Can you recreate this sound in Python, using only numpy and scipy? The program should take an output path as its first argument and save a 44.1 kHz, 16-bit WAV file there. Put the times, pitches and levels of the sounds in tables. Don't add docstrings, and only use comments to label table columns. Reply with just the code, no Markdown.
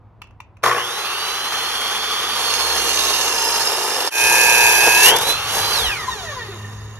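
import sys
import numpy as np
from scipy import signal
from scipy.fft import rfft, irfft, next_fast_len
from scipy.io import wavfile
from scipy.ndimage import map_coordinates

SR = 44100
rng = np.random.default_rng(int(sys.argv[2]) if len(sys.argv) > 2 else 0)


def master(y):
    cut = np.clip(np.atleast_2d(y).T, -1, 1)
    pcm = np.round(cut * 32767)
    wavfile.write(sys.argv[1], SR, pcm.astype(np.int16))


N = 308655
T = np.arange(N) / SR

# [time_s, drone_db, rumble_db, hush_db]
ENGINE_LEVELS = [(0.6, -57, -58, -49), (1.0, -67, -70, -60), (4.05, -59, -76, -58), (4.2, -56, -45, -56),
                 (5.9, -47, -40.5, -46), (6.7, -37, -47.5, -42.5)]
# [pitch_hz, level_db]
HUSH_COLOUR = [(20, -40), (40, -8), (70, -2), (110, -2), (160, -18), (320, -20), (600, -23), (1030, -20),
               (1500, -32), (5400, -57), (12000, -72)]
RUMBLE_COLOUR = [(20, -50), (38, -13), (60, -9), (100, -8.5), (150, -11.5), (216, -16), (400, -34),
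                 (880, -90)]
# [pitch_hz, level_db]
THUDS = [(4.27, .035, -41), (5.87, .04, -34)]
THUD_COLOUR = [(20, -25), (45, 0), (62, 0), (110, -22), (400, -70)]
# [pitch_hz, t60_s]
YARD_DECAY = [(200, 0.27), (2500, 0.28), (10000, 0.072)]
# [pitch_hz, level_db]
YARD_ECHO = [(100, -25), (400, -12), (1000, -15.5), (2500, -10.5), (4200, -10), (6500, -2.5), (7500, -8.5),
             (15000, -8)]
# [pitch_hz, lead_rad]
PORT_PHASE = [(100, 0), (450, .3), (1000, 0), (1800, -.25), (2250, 0), (2600, -1.8), (4100, -2.1),
              (4700, -3.2), (5500, -5.8), (6300, -5.9), (7000, -3.2), (8400, -3.1), (10500, 0), (13000, 0),
              (14000, 3.1)]
# [pitch_hz, difference_db]
PORT_BALANCE = [(150, -1), (400, 1), (700, 4.5), (1100, 4), (1500, 0), (2800, -1), (3500, -0.5),
                (4400, -14), (5100, -5.5), (6000, -7.5), (7200, -7), (8000, -0.5)]
# [pitch_hz, level_db]
TRIGGER_CLICKS = [(.218, -22.5), (.241, -42), (.271, -45), (.308, -47), (.403, -27), (.569, -40),
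                  (.624, -41)]
CLICK_COLOUR = [(200, -21), (700, -15), (1000, 9), (1700, -7.5), (2750, 5.5), (3150, -9.5), (7000, -17),
                (15000, -29)]
# [start_s, level_db]
GEAR_CLACKS = [(.637, 1), (.660, -1.5), (.677, -4), (.695, -2.5), (.712, -7), (.729, -10), (.746, -8.5),
               (.763, -10.5), (.779, -13), (.797, -18), (.815, -19)]
# [pitch_hz, width_hz, level_db]
GUARD_MODES = [(465, 90, -3), (767, 30, 0), (1017, 45, 4), (1145, 135, 6), (1520, 24, -5), (1766, 130, 1),
               (2660, 57, -14), (3140, 64, -17), (3570, 150, -27)]
# [multiple_of_mains, level_db]
INRUSH_ORDERS = [(2, -8.5), (4, -22), (6, -1.5), (8, 2.5)]
# [start_s, pitch_hz, level_db]
GEARBOX_FLARES = [(6.078, 1028, -16), (6.025, 1860, -27), (6.15, 426, -31.5), (6.285, 1826, -35),
                  (6.322, 1140, -26.5), (6.366, 1010, -28), (6.413, 1825, -22.5), (6.484, 401, -30.5),
                  (6.64, 1800, -35)]
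# [pitch_hz, width_hz, level_db]
GEARBOX_MODES = [(410, 55, -2), (1010, 60, 0), (1830, 75, -1.5), (2800, 110, -6), (3690, 90, -4),
                 (4800, 160, -14), (5400, 89, -16), (6750, 260, -9)]
# [pitch_hz, level_db]
WHIRR_COLOUR = [(400, 0), (1200, -1), (2500, -4), (3700, 2), (5200, -2), (6100, -4), (6800, 3), (8000, -9),
                (12000, -23)]
# [multiple_of_wheel_turns, level_db]
IMBALANCE_ORDERS = [(1, -1), (2, -12.5), (3, -7), (4, -8.5), (5, -10)]
# [pitch_hz, level_db]
AIR_COLOUR = [(30, -66), (110, -25.5), (250, -19), (340, -14.5), (440, -5.5), (540, -11.5), (670, -12.5),
              (810, -3), (970, -6), (1170, 0), (1500, -5.5), (2200, -8), (3300, 1), (3900, -6),
              (6600, -8.5), (7500, -12.5), (9500, -10.5), (15500, -21)]
# [turns_per_s, gear_mesh_db, fan_whistle_db, slot_whine_db]
MOTOR_TONES = [(20, -63, -78, -80), (34.2, -55, -74, -74), (45.5, -40.5, -59, -77), (117, -35.5, -65, -45),
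               (205.2, -31.5, -52, -28.5), (266, -54, -46, -33), (301, -32.5, -39, -36),
               (333, -34.5, -34.5, -37), (394, -27, -30, -53)]
# [multiple_of_armature_turns, level_db, gone_by_s, fade_s]
BRAKE_TONES = [(9, -39, 6.1, .2), (14, -22, 6.09, .17), (18, -33, 5.92, .17), (28, -39, 6.0, .12),
               (36, -43, 5.95, .04)]
# [time_s, armature_turns_per_s]
SKIM_SPEED = [(2.35, 377), (2.5, 369), (2.75, 354), (3.0, 332), (3.2, 314), (3.4, 291), (3.7, 266),
              (4.09, 255)]
BOG_SPEED = [(4.12, 177.9), (4.242, 179.0), (4.752, 179.8), (4.95, 182.6), (5.03, 189)]
# [centre_s, half_length_s, share_of_full_load]
LOAD_CATCHES = [(5.305, 0.062, 0.82), (5.67, 0.1, 0.23)]
# [time_s, scrape_db, tube_ring_db]
SKIM_LEVELS = [(2.37, -32.5, -33), (2.62, -28.5, -30), (3.05, -25, -26), (3.33, -27.5, -28),
               (3.55, -26, -27), (4.06, -25, -29.5)]
# [pitch_hz, level_db]
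SKIM_COLOUR = [(30, -28), (200, -19.5), (430, 2), (620, -2), (950, 2.5), (1480, -18), (1750, 1.5),
               (2200, -32), (3300, -13), (6300, -7), (9000, -7.5), (11500, -9.5), (12800, -13.5),
               (15500, -19)]
# [pitch_hz, width_hz, level_db, best_driven_s, reach_s]
TUBE_MODES = [(2817, 89, 3.8, 3.2, 1.1), (3790, 110, 0.5, 2.95, 0.26), (4335, 125, 5, 2.8, .7),
              (5120, 105, 5.5, 3.8, .65), (6150, 126, 0, 3.16, .45), (6530, 140, -4, 2.5, 0.76),
              (7150, 330, -7, 3.8, 1.3)]
# [multiple_of_armature_turns, level_db]
SHAKE_ORDERS = [(12, -20), (14, -28.5), (18, -23)]
# [multiple_of_wheel_turns, level_db]
RIM_TAPS = [(7, -11), (13, -1), (14, -5), (15, -6.5), (16, -3), (17, -1), (24, 3), (26, -5.5)]
# [pitch_hz, width_hz, level_db]
BASE_MODES = [(462, 51, -1), (924, 47, 2), (1088, 31, 2.5), (1310, 21, -3), (1806, 37, -4)]
# [pitch_hz, level_db]
DEEP_COLOUR = [(30, -25.8), (270, -19.5), (460, -3.5), (620, -11), (910, -0.5), (1250, -15.5), (1700, -7.5),
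               (1950, -16), (2550, -10.5), (2950, -11), (6500, -10.5), (10000, -12), (11500, -12.5),
               (15500, -25)]
SPRAY_COLOUR = [(1500, -40), (5000, -6), (8000, -5), (10500, 0), (13000, -1), (15500, -10)]
# [multiple_of_wheel_turns, level_db]
RIM_LOBES = [(20, -11.5), (24, -10.5), (25, -5.5), (26, -11), (27, 1), (28, -10)]
# [centre_s, half_length_s, growl_db, spark_db]
GRABS = [(4.839, 0.0078, -18.5, -35), (4.879, 0.012, -14, -35), (5.059, 0.043, -26, -10),
         (5.127, 0.068, -17, -29.5), (5.166, 0.0053, -24, -13), (5.188, .004, -25, -17),
         (5.223, 0.021, -24, -22), (5.293, 0.041, -23, -20.5), (5.57, 0.072, -26, -22.5),
         (5.745, 0.14, -27.5, -25)]

ON_S, TOUCH_S, LEAN_S, THROUGH_S, OFF_S = 0.63, 2.35, 4.1, 5.08, 5.727
MAINS_HZ = 60
PINION, WHEEL_GEAR, FAN_BLADES, SLOTS = 9, 46, 12, 14
FREE_SPEED, SPIN_UP_S, COAST_S = 416, 0.17, 1.127
THROUGH_SPEED = 203
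CATCH_SAG, CATCH_SAG_S, CATCH_RECOVER_S = 5, 5.36, .08


def amp(db):
    return 10 ** (np.asarray(db) / 20)


def unit(x):
    return x / np.sqrt(np.mean(x ** 2) + 1e-20)


def along(points, hz):
    f, v = np.transpose(points)
    return np.interp(np.log(hz + 1), np.log(f + 1), v)


def curves(rows):
    s, *cols = np.transpose(rows)
    return [np.interp(T, s, c) for c in cols]


def during(start, end, rise, fall):
    return np.clip((T - start) / rise, 0, 1) * np.clip((end - T) / fall, 0, 1)


def bump(centre_s, half_length_s):
    return np.exp(-((T - centre_s) / half_length_s) ** 2)


def wobble(rate):
    return map_coordinates(rng.standard_normal(int(N * rate / SR) + 4), [T * rate])


def filtered(x, response):
    m = next_fast_len(N + SR // 2)
    return irfft(rfft(x, m) * response(np.fft.rfftfreq(m, 1 / SR)), m)[..., :N]


def coloured(x, colour):
    return unit(filtered(x, lambda hz: amp(along(colour, hz))))


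def ringing(x, modes):
    def response(f):
        total = 0
        for k, (centre, width, db) in enumerate(modes):
            damping = 1j * f * width
            total = total + (-1) ** k * amp(db) * damping / (centre * centre - f * f + damping)
        return total

    return filtered(x, response)


def halves(x, colour, split_hz):
    x = coloured(x, colour)
    low = filtered(x, lambda hz: 1 / (1 + (hz / split_hz) ** 8))
    return unit(low), unit(x - low)


def per_turn(turns, size):
    return unit(map_coordinates(rng.standard_normal(size), [turns % 1 * size], order=3, mode="grid-wrap"))


def partials(turns, orders):
    return np.sqrt(2) * sum(amp(db) * np.sin(2 * np.pi * (round(k) * turns + rng.random())) for k, db in orders)


def bursts(rows, rise, t60):
    envelope = np.zeros(N)
    for s, db in rows:
        age = np.maximum(T - s, 0)
        envelope += amp(db - 60 * age / t60) * (1 - np.exp(-age / rise))
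    return envelope * rng.standard_normal(N)


def wide_noise(spread):
    return rng.standard_normal(N) + spread * rng.standard_normal((2, N))


def background():
    drone_db, rumble_db, hush_db = curves(ENGINE_LEVELS)
    firing_hz = 106 + 1.18 * wobble(7)
    phase = 2 * np.pi * np.cumsum(firing_hz) / SR
    octave = amp(-14.5 + 3.3 * wobble(10)) * np.sin(2 * phase + 0.51 * wobble(21))
    drone = amp(drone_db + 2.5 * wobble(10)) * unit(np.sin(phase) + octave)
    rumble = amp(rumble_db) * coloured(wide_noise(spread=0.49), RUMBLE_COLOUR)
    hush = amp(hush_db) * coloured(wide_noise(spread=0.37), HUSH_COLOUR)
    return drone + rumble + hush


def thuds():
    swell = sum(amp(db) * bump(s, length) for s, length, db in THUDS)
    return swell * coloured(wide_noise(spread=.6), THUD_COLOUR)


def yard(x):
    wet, hop = np.zeros((2, N + SR)), SR // 6
    for centre in range(0, N + hop, hop):
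        span = np.arange(max(centre - hop, 0), min(centre + hop, N))
        piece = x[span] * np.cos(np.pi / 2 * (span - centre) / hop)
        hz, t, z = signal.stft(rng.standard_normal((2, SR // 2)), SR, nperseg=256)
        decay = amp(-60 * t / along(YARD_DECAY, hz)[:, None])
        tail = signal.istft(z * decay, SR, nperseg=256)[1]
        answer = signal.fftconvolve(piece[None], tail / np.linalg.norm(tail[0]), axes=1)
        wet[:, span[0]:span[0] + answer.shape[1]] += answer
    return filtered(wet[:, :N], lambda hz: amp(along(YARD_ECHO, hz)))


def ports(x):
    side = np.array([[1], [-1]]) / 2

    def response(hz):
        gain = amp(side * along(PORT_BALANCE, hz))
        even_power = gain / np.sqrt(np.mean(gain ** 2, axis=0))
        return even_power * np.exp(1j * side * along(PORT_PHASE, hz))

    return filtered(x, response)


def trigger():
    clicks = bursts(TRIGGER_CLICKS, rise=0.0014, t60=0.018)
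    return amp(11.5) * filtered(clicks, lambda hz: amp(along(CLICK_COLOUR, hz)))


def kick():
    crunch = bursts(GEAR_CLACKS, rise=0.0011, t60=0.022)
    knocks = np.zeros(N)
    for s, db in GEAR_CLACKS:
        knocks[round((s + .001) * SR)] = amp(db)
    hum_db = -27.0 - 76 * np.maximum(T - ON_S, 0)
    hum = amp(hum_db) * during(ON_S, 1.2, 0.034, .1) * partials(MAINS_HZ * T, INRUSH_ORDERS)
    guard = ringing(amp(23) * knocks + amp(12.5) * crunch, GUARD_MODES)
    direct = amp(-22) * filtered(crunch, lambda hz: 1 / (1 + 1j * hz / 7000))
    return hum + guard + direct


def flares():
    out = np.zeros(N)
    for s, hz, db in GEARBOX_FLARES:
        age = np.maximum(T - s, 0) / .008
        out += amp(db) * age * np.exp(1 - age) * np.sin(2 * np.pi * hz * T + 0.39 * wobble(200))
    return out


def coasting(shaft, wheel, speed):
    chatter_db, chatter_speed = -33.5, 59
    fall_db, rattle_speed = .6, 42
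    teeth = PINION * shaft + .028 * wobble(130)
    overtones = sum(partials(teeth, [(k, -fall_db * k)]) * amp(3 * wobble(40)) for k in range(2, 13))
    overtones = unit(overtones * amp(2.5 * np.cos(2 * np.pi * wheel)))
    overtones = overtones / np.hypot(1, (rattle_speed / speed) ** 4)
    knocks = overtones * amp(2.5 * wobble(70)) + 1.4 * rng.standard_normal(N)
    box = ringing(knocks, GEARBOX_MODES)
    box = box / np.std(box[T > 6])
    whirr_db = 8.5 + 3.0 * np.log2(speed / FREE_SPEED) + 2 * wobble(55)
    whirr = amp(whirr_db) * filtered(overtones, lambda hz: amp(along(WHIRR_COLOUR, hz)))
    level = amp(chatter_db) / np.sqrt(1 + (chatter_speed / speed) ** 1.6)
    return level * np.clip((T - OFF_S) / .02, 0, 1) * (box + whirr)


def imbalance(wheel, speed, touch):
    level_db = -47.5 + 26.5 * np.log2(speed / FREE_SPEED) + 11 * touch
    return amp(level_db) * during(0.85, LEAN_S, 0.24, 0.45) * partials(wheel, IMBALANCE_ORDERS)


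def air(shaft, speed):
    def level(free_db, per_doubling_db, rush_db, fade_db_per_s):
        steady = amp(free_db + per_doubling_db * np.log2(speed / FREE_SPEED))
        rush = amp(rush_db - fade_db_per_s * np.abs(T - ON_S))
        return np.hypot(steady, rush)

    flow = rng.standard_normal(N) * amp(1.65 * per_turn(shaft, size=5) + 1.02 * wobble(60))
    roar, treble = halves(flow, AIR_COLOUR, split_hz=2010)
    fizz = filtered(treble, lambda hz: 1 - 1 / (1 + (hz / 4200) ** 12))
    hiss = treble - fizz
    sound = level(free_db=-26.5, per_doubling_db=5.5, rush_db=-17, fade_db_per_s=76) * roar
    sound += level(free_db=-27.5, per_doubling_db=8, rush_db=-27.5, fade_db_per_s=76) * unit(hiss)
    sound += level(free_db=-29, per_doubling_db=6, rush_db=-26, fade_db_per_s=82) * unit(fizz)
    return np.clip((T - ON_S) / 0.014, 0, 1) * sound


def motor_speed():
    def race(start_s, start_speed):
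        age = np.maximum(T - start_s, 0) + SPIN_UP_S * start_speed / (FREE_SPEED - start_speed)
        return FREE_SPEED * age / (age + SPIN_UP_S)

    cutting, = curves([*SKIM_SPEED, *BOG_SPEED, (THROUGH_S, THROUGH_SPEED)])
    spin_up, speed_up = race(ON_S, 1), race(THROUGH_S, THROUGH_SPEED)
    driven = np.select([T < TOUCH_S, T < THROUGH_S], [spin_up, cutting], speed_up)
    driven = driven - CATCH_SAG * bump(CATCH_SAG_S, CATCH_RECOVER_S)
    coast = np.interp(OFF_S, T, driven) / (1 + np.maximum(T - OFF_S, 0) / COAST_S) ** 4
    return np.where(T < OFF_S, driven, coast)


def motor(shaft, speed, touch, load):
    speeds, mesh_free, fan_free, slot_free = np.transpose(MOTOR_TONES)

    def level_db(free_db, light_db, heavy_db):
        return np.interp(speed, speeds, free_db) + light_db * touch + heavy_db * load

    mesh_db = level_db(mesh_free, light_db=-4, heavy_db=9.5)
    fan_db = level_db(fan_free, light_db=-11, heavy_db=18)
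    slot_db = level_db(slot_free, light_db=-3.5, heavy_db=16.5)
    throb = 2 * np.pi * 2 * MAINS_HZ * T
    current = during(ON_S, OFF_S, .01, .01) * (.5 + .5 * during(LEAN_S, 4.95, .02, .3))
    sway = per_turn(shaft * PINION / WHEEL_GEAR, size=6)

    def tone(teeth, swell, bend, runout, rough):
        phase = 2 * np.pi * teeth * shaft + bend * current * np.sin(throb)
        phase = phase + runout * sway + rough * wobble(260)
        return np.sqrt(2) * (1 + swell * current * np.cos(throb)) * np.sin(phase)

    slack = np.where(T < OFF_S, 1, .6 * during(OFF_S, 6.15, .001, .3)) * (1 - load)
    slack += .5 * during(5.0, 5.3, .06, .1)
    flutter = amp((T > OFF_S) * (3 * wobble(45) - 2))
    mesh = flutter * tone(PINION, swell=.75, bend=.6, runout=.3, rough=.3 + 1.75 * slack)
    fan = tone(FAN_BLADES, swell=.05, bend=.05, runout=.1, rough=.2)
    slots = tone(SLOTS, swell=.8, bend=.45, runout=.15, rough=.15 + .85 * (1 - load))
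    jittery = shaft + 0.0047 * wobble(260)
    brake = sum(during(OFF_S, end_s, 0.0065, fade_s) * partials(jittery, [(k, db)])
                for k, db, end_s, fade_s in BRAKE_TONES)
    brake = brake * amp(2.5 * wobble(40)) * speed / np.interp(OFF_S, T, speed)
    return (T > ON_S) * (amp(mesh_db + 0.5) * mesh + amp(fan_db) * fan + amp(slot_db) * slots + brake)


def grit(wheel, locked, spiky_db, runout_db):
    grains = unit(rng.standard_normal(N) * amp(spiky_db * wobble(1500)))
    return (grains + locked * per_turn(wheel, size=160)) * amp(runout_db * per_turn(wheel, size=7))


def skim(shaft, wheel):
    scrape_db, ring_db = curves(SKIM_LEVELS)
    contact = grit(wheel, locked=0.17, spiky_db=4.0, runout_db=0.5)
    scrape, fizz = halves(contact, SKIM_COLOUR, split_hz=2400)
    drive = grit(wheel, locked=0.065, spiky_db=4.5, runout_db=2.0)
    drive = drive + partials(shaft + 0.0055 * wobble(260), SHAKE_ORDERS)
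    ring = np.zeros(N)
    for hz, width, db, best_s, reach_s in TUBE_MODES:
        mode = ringing(drive, [(hz, width, db)]) * amp(1.1 * wobble(8.1))
        ring += mode / np.hypot(1, (T - best_s) / reach_s)
    ring = map_coordinates(unit(ring), [np.cumsum(1 + .0035 * wobble(5))], mode="nearest")
    taps = sum(partials(wheel + .004 * wobble(60), [tap]) * amp(3 * wobble(7)) for tap in RIM_TAPS)
    bedding_db = -5 * np.exp(-np.abs(T - TOUCH_S) / 0.55)
    sound = amp(scrape_db + bedding_db - 1.5) * scrape
    sound += amp(ring_db - 0.5) * fizz + amp(ring_db + 2.0) * ring
    return during(TOUCH_S, LEAN_S, 0.0055, 0.0092) * (sound + amp(-35) * ringing(taps, BASE_MODES))


def deep_cut(wheel):
    buried = during(LEAN_S, 5.12, 0.016, 0.02)
    growl_gain, spark_gain = amp(-25) * buried, amp(-17) * buried
    for s, length, growl_db, spark_db in GRABS:
        swell = bump(s, length)
        growl_gain = np.hypot(growl_gain, amp(growl_db) * swell)
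        spark_gain = np.hypot(spark_gain, amp(spark_db) * swell)
    bite = grit(wheel, locked=0.33, spiky_db=1.0, runout_db=1.6)
    bite = bite * amp(0.38 * np.cos(2 * np.pi * 2 * MAINS_HZ * T))
    growl, sparks = halves(bite, DEEP_COLOUR, split_hz=1980)
    lobe_gain = amp(-27.5 + 3.0 * wobble(15)) * during(LEAN_S, 5.12, 0.12, 0.04)
    lobes = lobe_gain * partials(wheel + .003 * wobble(80), RIM_LOBES)
    spray = amp(-13) * spark_gain * coloured(rng.standard_normal((2, N)), SPRAY_COLOUR)
    return lobes + growl_gain * growl + spark_gain * sparks, spray


def scene():
    speed = motor_speed()
    unsteady = .0006 + .001 * during(LEAN_S, OFF_S, .02, .02)
    shaft = np.cumsum(speed * (1 + unsteady * wobble(14))) / SR
    wheel = shaft * PINION / WHEEL_GEAR
    touch = during(TOUCH_S, LEAN_S, 0.45, .02)
    load = during(LEAN_S, 5.25, 0.026, 0.17)
    load = load + sum(share * bump(s, length) for s, length, share in LOAD_CATCHES)
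    running = air(shaft, speed) + motor(shaft, speed, touch, load) + imbalance(wheel, speed, touch)
    machine = trigger() + kick() + running + coasting(shaft, wheel, speed) + flares()
    cut, spray = deep_cut(wheel)
    saw = machine + skim(shaft, wheel) + cut
    return ports(saw + yard(saw)) + spray + background() + thuds()


def record(dry):
    dip_s, dip_db, fall_s, recover_s, top_hz = 4.102, -24.5, 0.0075, 0.048, 14300
    level_db = dip_db * np.exp(-np.abs(T - dip_s) / np.where(T < dip_s, fall_s, recover_s))
    return filtered(dry * amp(level_db), lambda hz: hz < top_hz)


dry = scene()
out = record(dry)
master(out)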